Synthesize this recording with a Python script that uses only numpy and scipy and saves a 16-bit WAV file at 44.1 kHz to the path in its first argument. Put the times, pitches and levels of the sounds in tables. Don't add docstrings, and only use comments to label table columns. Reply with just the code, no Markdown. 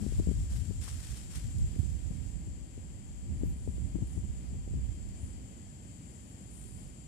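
import sys
import numpy as np
from scipy import signal
from scipy.fft import rfft, irfft, next_fast_len
from scipy.io import wavfile
from scipy.ndimage import uniform_filter1d

SR = 44100
rng = np.random.default_rng(int(sys.argv[2]) if len(sys.argv) > 2 else 0)


def digitize_waveform(pressure):
    field = np.atleast_2d(pressure).T
    bounded = np.clip(field, -1, 1)
    quanta = np.round(bounded * 32767).astype(np.int16)
    wavfile.write(sys.argv[1], SR, quanta)


N = 311787
T = np.arange(N) / SR
FFT_SIZE = next_fast_len(N)
HZ = np.maximum(np.arange(FFT_SIZE // 2 + 1) * SR / FFT_SIZE, 1)
PORT_LAG_S = 19 / SR


def from_db(db):
    return 10 ** (np.asarray(db) / 20)


def unit_rms(x):
    return x / np.sqrt(np.mean(x ** 2) + 1e-20)


def time_curves(rows):
    times_s, *columns = np.transpose(rows)
    return np.array([np.interp(T, times_s, column) for column in columns])


def spectral_gain(rows):
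    hz, *columns = np.transpose(rows)
    return from_db([np.interp(np.log(HZ), np.log(hz), column) for column in columns])


def filtered(x, gain):
    return irfft(rfft(x, FFT_SIZE) * gain, FFT_SIZE)[..., :N]


def bandpass(x, low_hz, high_hz):
    return signal.sosfilt(signal.butter(2, [low_hz, high_hz], "band", fs=SR, output="sos"), x + 1e-18)


def drift(rate_hz):
    return unit_rms(filtered(rng.standard_normal(N), np.exp(-.5 * (HZ / rate_hz) ** 2)))


def swell(peak_s, length_s, release_ratio=1):
    attack_s = length_s / (1 + release_ratio)
    side_s = np.where(T < peak_s, attack_s, attack_s * release_ratio)
    return .5 ** np.minimum(((T - peak_s) / side_s) ** 2, 100)


def port_noise(gain, coherence, lag_s=0):
    left, independent = rfft(rng.standard_normal((2, FFT_SIZE)))
    shared = coherence * left * np.exp(2j * np.pi * HZ * lag_s)
    right = shared + np.sqrt(1 - coherence ** 2) * independent
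    return irfft(np.array([left, right]) * gain, FFT_SIZE)[:, :N]


# frequency_hz, left_db_per_hz, right_db_per_hz
WASH_SPECTRUM = [(30, -82, -82), (58, -70, -70), (170, -72, -73), (260, -77, -78), (430, -90, -91),
                 (750, -92.5, -94.5), (1100, -99, -99.5), (1400, -101.5, -104), (2000, -98.3, -105.3),
                 (2900, -99, -107), (4100, -106, -109), (5400, -104, -111), (9300, -99, -111),
                 (11400, -112, -112), (15000, -123, -123)]
def distant_wash(scatter_hz=1700, heave_db=.6):
    coherence = .83 / (1 + (HZ / scatter_hz) ** 2)
    wash = port_noise(spectral_gain(WASH_SPECTRUM) * np.sqrt(SR / 2), coherence, PORT_LAG_S)
    return wash * from_db(heave_db * drift(rate_hz=2.5))


# centre_hz, width_hz, left_db, right_db
INSECT_BANDS = [(3173, 190, -76.5, -78.5), (4696, 480, -74, -78.5), (7530, 820, -70, -88),
                (7520, 380, -63, -78), (7380, 780, -59, -76), (7540, 100, -68.5, -88)]
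# time_s, gain_db
CHORUS_GAIN = [(0, 3.5), (1, 4), (1.6, 4), (2.1, 1), (3, 0), (4.6, .5), (5.5, 1.3), (6.3, 0), (7.07, 1)]
def insects(shimmer_db=.9):
    chorus = np.zeros((2, N))
    for centre_hz, width_hz, left_db, right_db in INSECT_BANDS:
        resonance = 1 / (1 + (np.sqrt(2) * (HZ - centre_hz) / width_hz) ** 2)
        song = unit_rms(port_noise(resonance, coherence=.028, lag_s=PORT_LAG_S))
        shimmer = from_db(shimmer_db * drift(rate_hz=9))
        chorus += song * from_db([[left_db], [right_db]]) * shimmer
    return chorus * from_db(time_curves(CHORUS_GAIN))


# peak_s, length_s, level_db
RASP_SWELLS = [(3.58, 0.23, -67), (4.09, 0.1, -63.5), (6.2, 1, -70), (6.58, 0.2, -59)]
# frequency_hz, left_db, right_db
RASP_SPECTRUM = [(5540, -8, -40), (7660, -10, -26), (8200, 9.5, -25), (10370, 5.5, -11), (11500, -10, -18),
                 (12500, -8, -15), (14900, -22, -18)]
def rasp(grain_db=4):
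    hiss = unit_rms(port_noise(spectral_gain(RASP_SPECTRUM), coherence=.32, lag_s=PORT_LAG_S))
    power = sum(from_db(level_db) ** 2 * swell(peak_s, length_s, release_ratio=3.2)
                for peak_s, length_s, level_db in RASP_SWELLS)
    return hiss * np.sqrt(power) * from_db(grain_db * drift(rate_hz=350))


# start_s, top_s, end_s, top_hz, level_db,
# rise_octaves_per_s, fall_octaves_per_s, turn_s, waver_fraction
WHISTLE_ARCHES = [(3.37, 3.49, 3.55, 12450, -66.5, 2.6, 3.4, .005, .01),
                  (3.33, 3.475, 3.545, 11000, -68, 2.2, 4, .02, .035),
                  (5.15, 5.248, 5.315, 9400, -59.5, 1.7, 2.3, .003, .003),
                  (5.185, 5.28, 5.375, 11200, -67, .3, 4.5, .015, .022),
                  (5.305, 5.31, 5.36, 8500, -57.5, 2, 7, .003, .035)]
def whistles(wander_fraction=.006, break_db=3.5, right_db=-11):
    tones = np.zeros(N)
    for start_s, top_s, end_s, top_hz, level_db, rise, fall, turn_s, waver in WHISTLE_ARCHES:
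        from_top_s = np.hypot(T - top_s, turn_s) - turn_s
        pitch_hz = top_hz * 2 ** (-from_top_s * np.where(T < top_s, rise, fall))
        detune = waver * drift(rate_hz=450) + wander_fraction * drift(rate_hz=55)
        phase = 2 * np.pi * np.cumsum(pitch_hz * (1 + detune)) / SR
        dips_db = break_db * np.minimum(drift(rate_hz=55), .5)
        progress = np.clip((T - start_s) / (end_s - start_s), 0, 1)
        envelope = 2 * np.sqrt(progress * (1 - progress))
        tones += envelope * from_db(level_db + dips_db) * np.sin(phase)
    return tones * from_db([[0], [right_db]])


# start_s, level_db
SAND_CONTACTS = [(0.758, -49), (1.358, -45.5), (1.583, -43), (3.655, -50), (5.089, -49)]
def sand_ticks(t60_s=.025, right_db=-7):
    impulses = np.zeros(N)
    for start_s, level_db in SAND_CONTACTS:
        impulses[round(start_s * SR)] = from_db(level_db)
    decay_per_sample = from_db(-60 / (t60_s * SR))
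    envelope = signal.lfilter([1], [1, -decay_per_sample], impulses + 1e-18)
    bursts = envelope * rng.standard_normal((2, N))
    return bandpass(bursts, 3400, 10600) * from_db([[0], [right_db]])


# start_s, length_s, gain_db
RUB_STROKES = [(0, .2, -4), (.22, .24, -7), (.495, .08, -2.5), (.59, .2, -8.5), (.807, .04, 4),
               (.87, .03, .5), (.92, .1, -2.5), (1.02, .13, -.5), (1.152, .018, 1), (1.19, .11, -8.5),
               (1.3, .085, -1.5), (1.343, .017, 2.5), (1.41, .5, -9.5), (1.92, .4, -13.5)]
# frequency_hz, left_db_per_hz, right_db_per_hz
RUB_SPECTRUM = [(500, -103, -103), (840, -104, -95), (1560, -92, -95), (3220, -91.5, -98.5),
                (4530, -93.5, -94.5), (5540, -88.5, -96.5), (7400, -92.5, -99), (8300, -84.5, -95),
                (11640, -99, -100), (14400, -108, -108)]
def rustle(attack_s=.016, release_s=.025, grit_db=1.7, catch_db=1, low_cut_hz=300):
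    gain = spectral_gain(RUB_SPECTRUM) * np.sqrt(SR / 2) * HZ / np.hypot(HZ, low_cut_hz)
    friction = port_noise(gain, coherence=.069)
    power = np.zeros(N)
    for start_s, length_s, gain_db in RUB_STROKES:
        attack = np.clip((T - start_s) / attack_s, 0, 1)
        release = np.exp(-np.maximum(T - start_s - length_s, 0) / release_s)
        power += from_db(gain_db) ** 2 * attack * release
    roughness_db = grit_db * drift(rate_hz=300) + catch_db * drift(rate_hz=30)
    return friction * np.sqrt(power) * from_db(roughness_db)


def scuff(level_db=-51):
    friction = unit_rms(bandpass(rng.standard_normal((2, N)), 560, 1400))
    return from_db(level_db) * np.sqrt(swell(peak_s=.881, length_s=.008)) * friction


def turbulence(spectrum, even_s, pitch_ratio=1):
    gain = spectral_gain([(hz * pitch_ratio, db) for hz, db in spectrum])
    pressure = port_noise(gain, coherence=0)
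    local_power = uniform_filter1d(pressure ** 2, int(even_s * SR))
    return pressure / np.sqrt(local_power + .0081 * np.mean(pressure ** 2))


# time_s, left_db, right_db
BREEZE_STRENGTH = [(0.0, -32.5, -43), (0.25, -31.5, -42), (0.6, -35, -38.5), (0.85, -38, -48),
                   (1.25, -47.5, -41.5), (1.5, -34.5, -39), (1.87, -43, -29.5), (2.25, -53, -38),
                   (2.47, -34.5, -43), (2.68, -49, -46), (3.15, -43.5, -44.5), (3.4, -34, -39.5),
                   (4.2, -43, -40), (4.8, -44, -32), (5.35, -45.5, -46), (6.4, -67, -60),
                   (6.65, -59, -40.5), (7.07, -68, -57)]
# peak_s, port (0 left, 1 right), rumble_db, flutter_db, length_s
PASSING_EDDIES = [(0.027, 0, -36, -32.5, 0.055), (0.192, 1, -30, -53, 0.079), (0.195, 0, -20, -32.5, 0.013),
                  (0.278, 1, -35, -52, 0.019), (0.286, 0, -24.5, -32, 0.02), (0.37, 0, -31.5, -49, 0.035),
                  (0.403, 1, -32, -58, 0.081), (0.534, 1, -28, -42.5, 0.028), (0.606, 0, -28.5, -58, 0.069),
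                  (0.7, 0, -28.5, -36.5, 0.029), (0.805, 1, -32, -50, 0.034), (0.944, 1, -33.5, -62, 0.067),
                  (1.117, 1, -30, -55, 0.029), (1.371, 1, -27, -54, 0.017), (1.577, 1, -26.5, -51, 0.037),
                  (1.62, 0, -27, -61, 0.056), (1.627, 1, -24, -59, 0.028), (1.795, 1, -15, -51, 0.011),
                  (1.85, 1, -27, -50, 0.038), (1.952, 1, -30, -60, 0.016), (2.112, 0, -33, -34.5, 0.015),
                  (2.195, 1, -32.5, -47, 0.068), (2.358, 1, -30.5, -49, 0.028),
                  (3.313, 1, -29, -40.5, 0.033), (3.439, 0, -32, -37, 0.053), (3.509, 1, -31, -43, 0.033),
                  (3.69, 0, -24.5, -35.5, 0.015), (3.838, 1, -28.5, -43.5, 0.056),
                  (3.956, 0, -28.5, -28, 0.014), (4.022, 0, -24, -33.5, 0.019), (4.18, 0, -27, -37, 0.022),
                  (4.24, 1, -28.5, -40, 0.02), (4.299, 1, -26, -43, 0.016), (4.54, 0, -36, -43.5, 0.078),
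                  (4.762, 0, -29.5, -43, 0.056), (4.89, 1, -29.5, -48, 0.022),
                  (5.273, 1, -37, -45.5, 0.022)]
# frequency_hz, level_db
RUMBLE_SPECTRUM = [(20, -36), (33, -14), (45, 0.5), (58, 4.5), (95, -5), (150, -16.5), (230, -36),
                   (400, -59), (1000, -77)]
# frequency_hz, level_db
FLUTTER_SPECTRUM = [(90, -17.5), (185, 13), (260, 1.5), (380, -11), (550, -26), (900, -27.5), (2500, -62)]
def wind(trim_db=-1, gust_db=3.5, flutter_ratio_db=-23, flicker_db=3):
    gusts_db = gust_db * np.array([drift(rate_hz=10.5) for _ in range(2)])
    flickers_db = flicker_db * np.array([drift(rate_hz=21) for _ in range(2)])
    breeze_gain = from_db(time_curves(BREEZE_STRENGTH) + trim_db + gusts_db)
    flutter_power = (breeze_gain * from_db(flutter_ratio_db + flickers_db)) ** 2
    buffet_power = np.zeros((2, N))
    for peak_s, port, rumble_db, flutter_db, length_s in PASSING_EDDIES:
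        passing = swell(peak_s, length_s)
        buffet_power[round(port)] += passing * from_db(rumble_db) ** 2
        flutter_power[round(port)] += passing * from_db(flutter_db) ** 2
    rumble = breeze_gain * turbulence(RUMBLE_SPECTRUM, even_s=.0206)
    buffets = np.sqrt(buffet_power) * turbulence(RUMBLE_SPECTRUM, even_s=.0166, pitch_ratio=1.136)
    flutter = np.sqrt(flutter_power) * turbulence(FLUTTER_SPECTRUM, even_s=.0132)
    return rumble + buffets + flutter


def lesser_vortices(per_s=14, above_breeze_db=5.5, spread_db=2, centre_hz=78, spread_octaves=.22):
    breeze_db, rows = time_curves(BREEZE_STRENGTH), []
    for sample in rng.integers(0, N, round(per_s * N / SR)):
        port = rng.integers(2)
        strength, tightness = rng.standard_normal(2)
        level_db = breeze_db[port, sample] + above_breeze_db + spread_db * strength
        rows.append((sample / SR, port, level_db, centre_hz * 2 ** (spread_octaves * tightness)))
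    return rows


# peak_s, port (0 left, 1 right), level_db, centre_hz
STRONG_VORTICES = [(0.027, 0, -21.5, 136), (0.065, 0, -15, 127), (0.123, 0, -21.5, 190),
                   (0.196, 0, -19, 380), (0.199, 0, -11.5, 130), (.272, 0, -15.5, 175),
                   (0.289, 0, -17, 125), (.293, 0, -21.5, 165), (.313, 0, -14, 117), (.318, 0, -20, 125),
                   (0.709, 0, -20.5, 136), (1.763, 1, -23, 113), (2.112, 0, -29, 135),
                   (2.778, 0, -26.5, 168), (3.435, 0, -14, 149), (3.676, 0, -18, 232),
                   (3.782, 0, -23.5, 125), (3.958, 0, -19.5, 120), (3.987, 0, -24, 139),
                   (4.677, 1, -25, 144), (4.738, 0, -25.5, 135)]
def vortex_slaps(trim_db=-4.5, port_hz=410, port_width_hz=340):
    pressure = np.zeros((2, N))
    for peak_s, port, level_db, centre_hz in list(STRONG_VORTICES) + lesser_vortices():
        near = np.abs(T - peak_s) < .06
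        phase_squared = (2 * np.pi * centre_hz * (T[near] - peak_s)) ** 2
        pulse = (1 - phase_squared) / (1 + phase_squared) ** 2
        pressure[round(port), near] += from_db(level_db + trim_db) * pulse
    port_response = port_hz ** 2 / (port_hz ** 2 - HZ ** 2 + 1j * port_width_hz * HZ)
    return filtered(pressure, port_response)


def scene():
    return (wind() + vortex_slaps() + distant_wash() + insects()
            + rustle() + scuff() + rasp() + sand_ticks() + whistles())


def record(dry):
    low_cut = signal.butter(4, 33, "high", fs=SR, output="sos")
    top_cut = signal.ellip(10, .1, 80, 15100, fs=SR, output="sos")
    return signal.sosfilt(top_cut, signal.sosfilt(low_cut, dry))


dry = scene()
out = record(dry)
digitize_waveform(out)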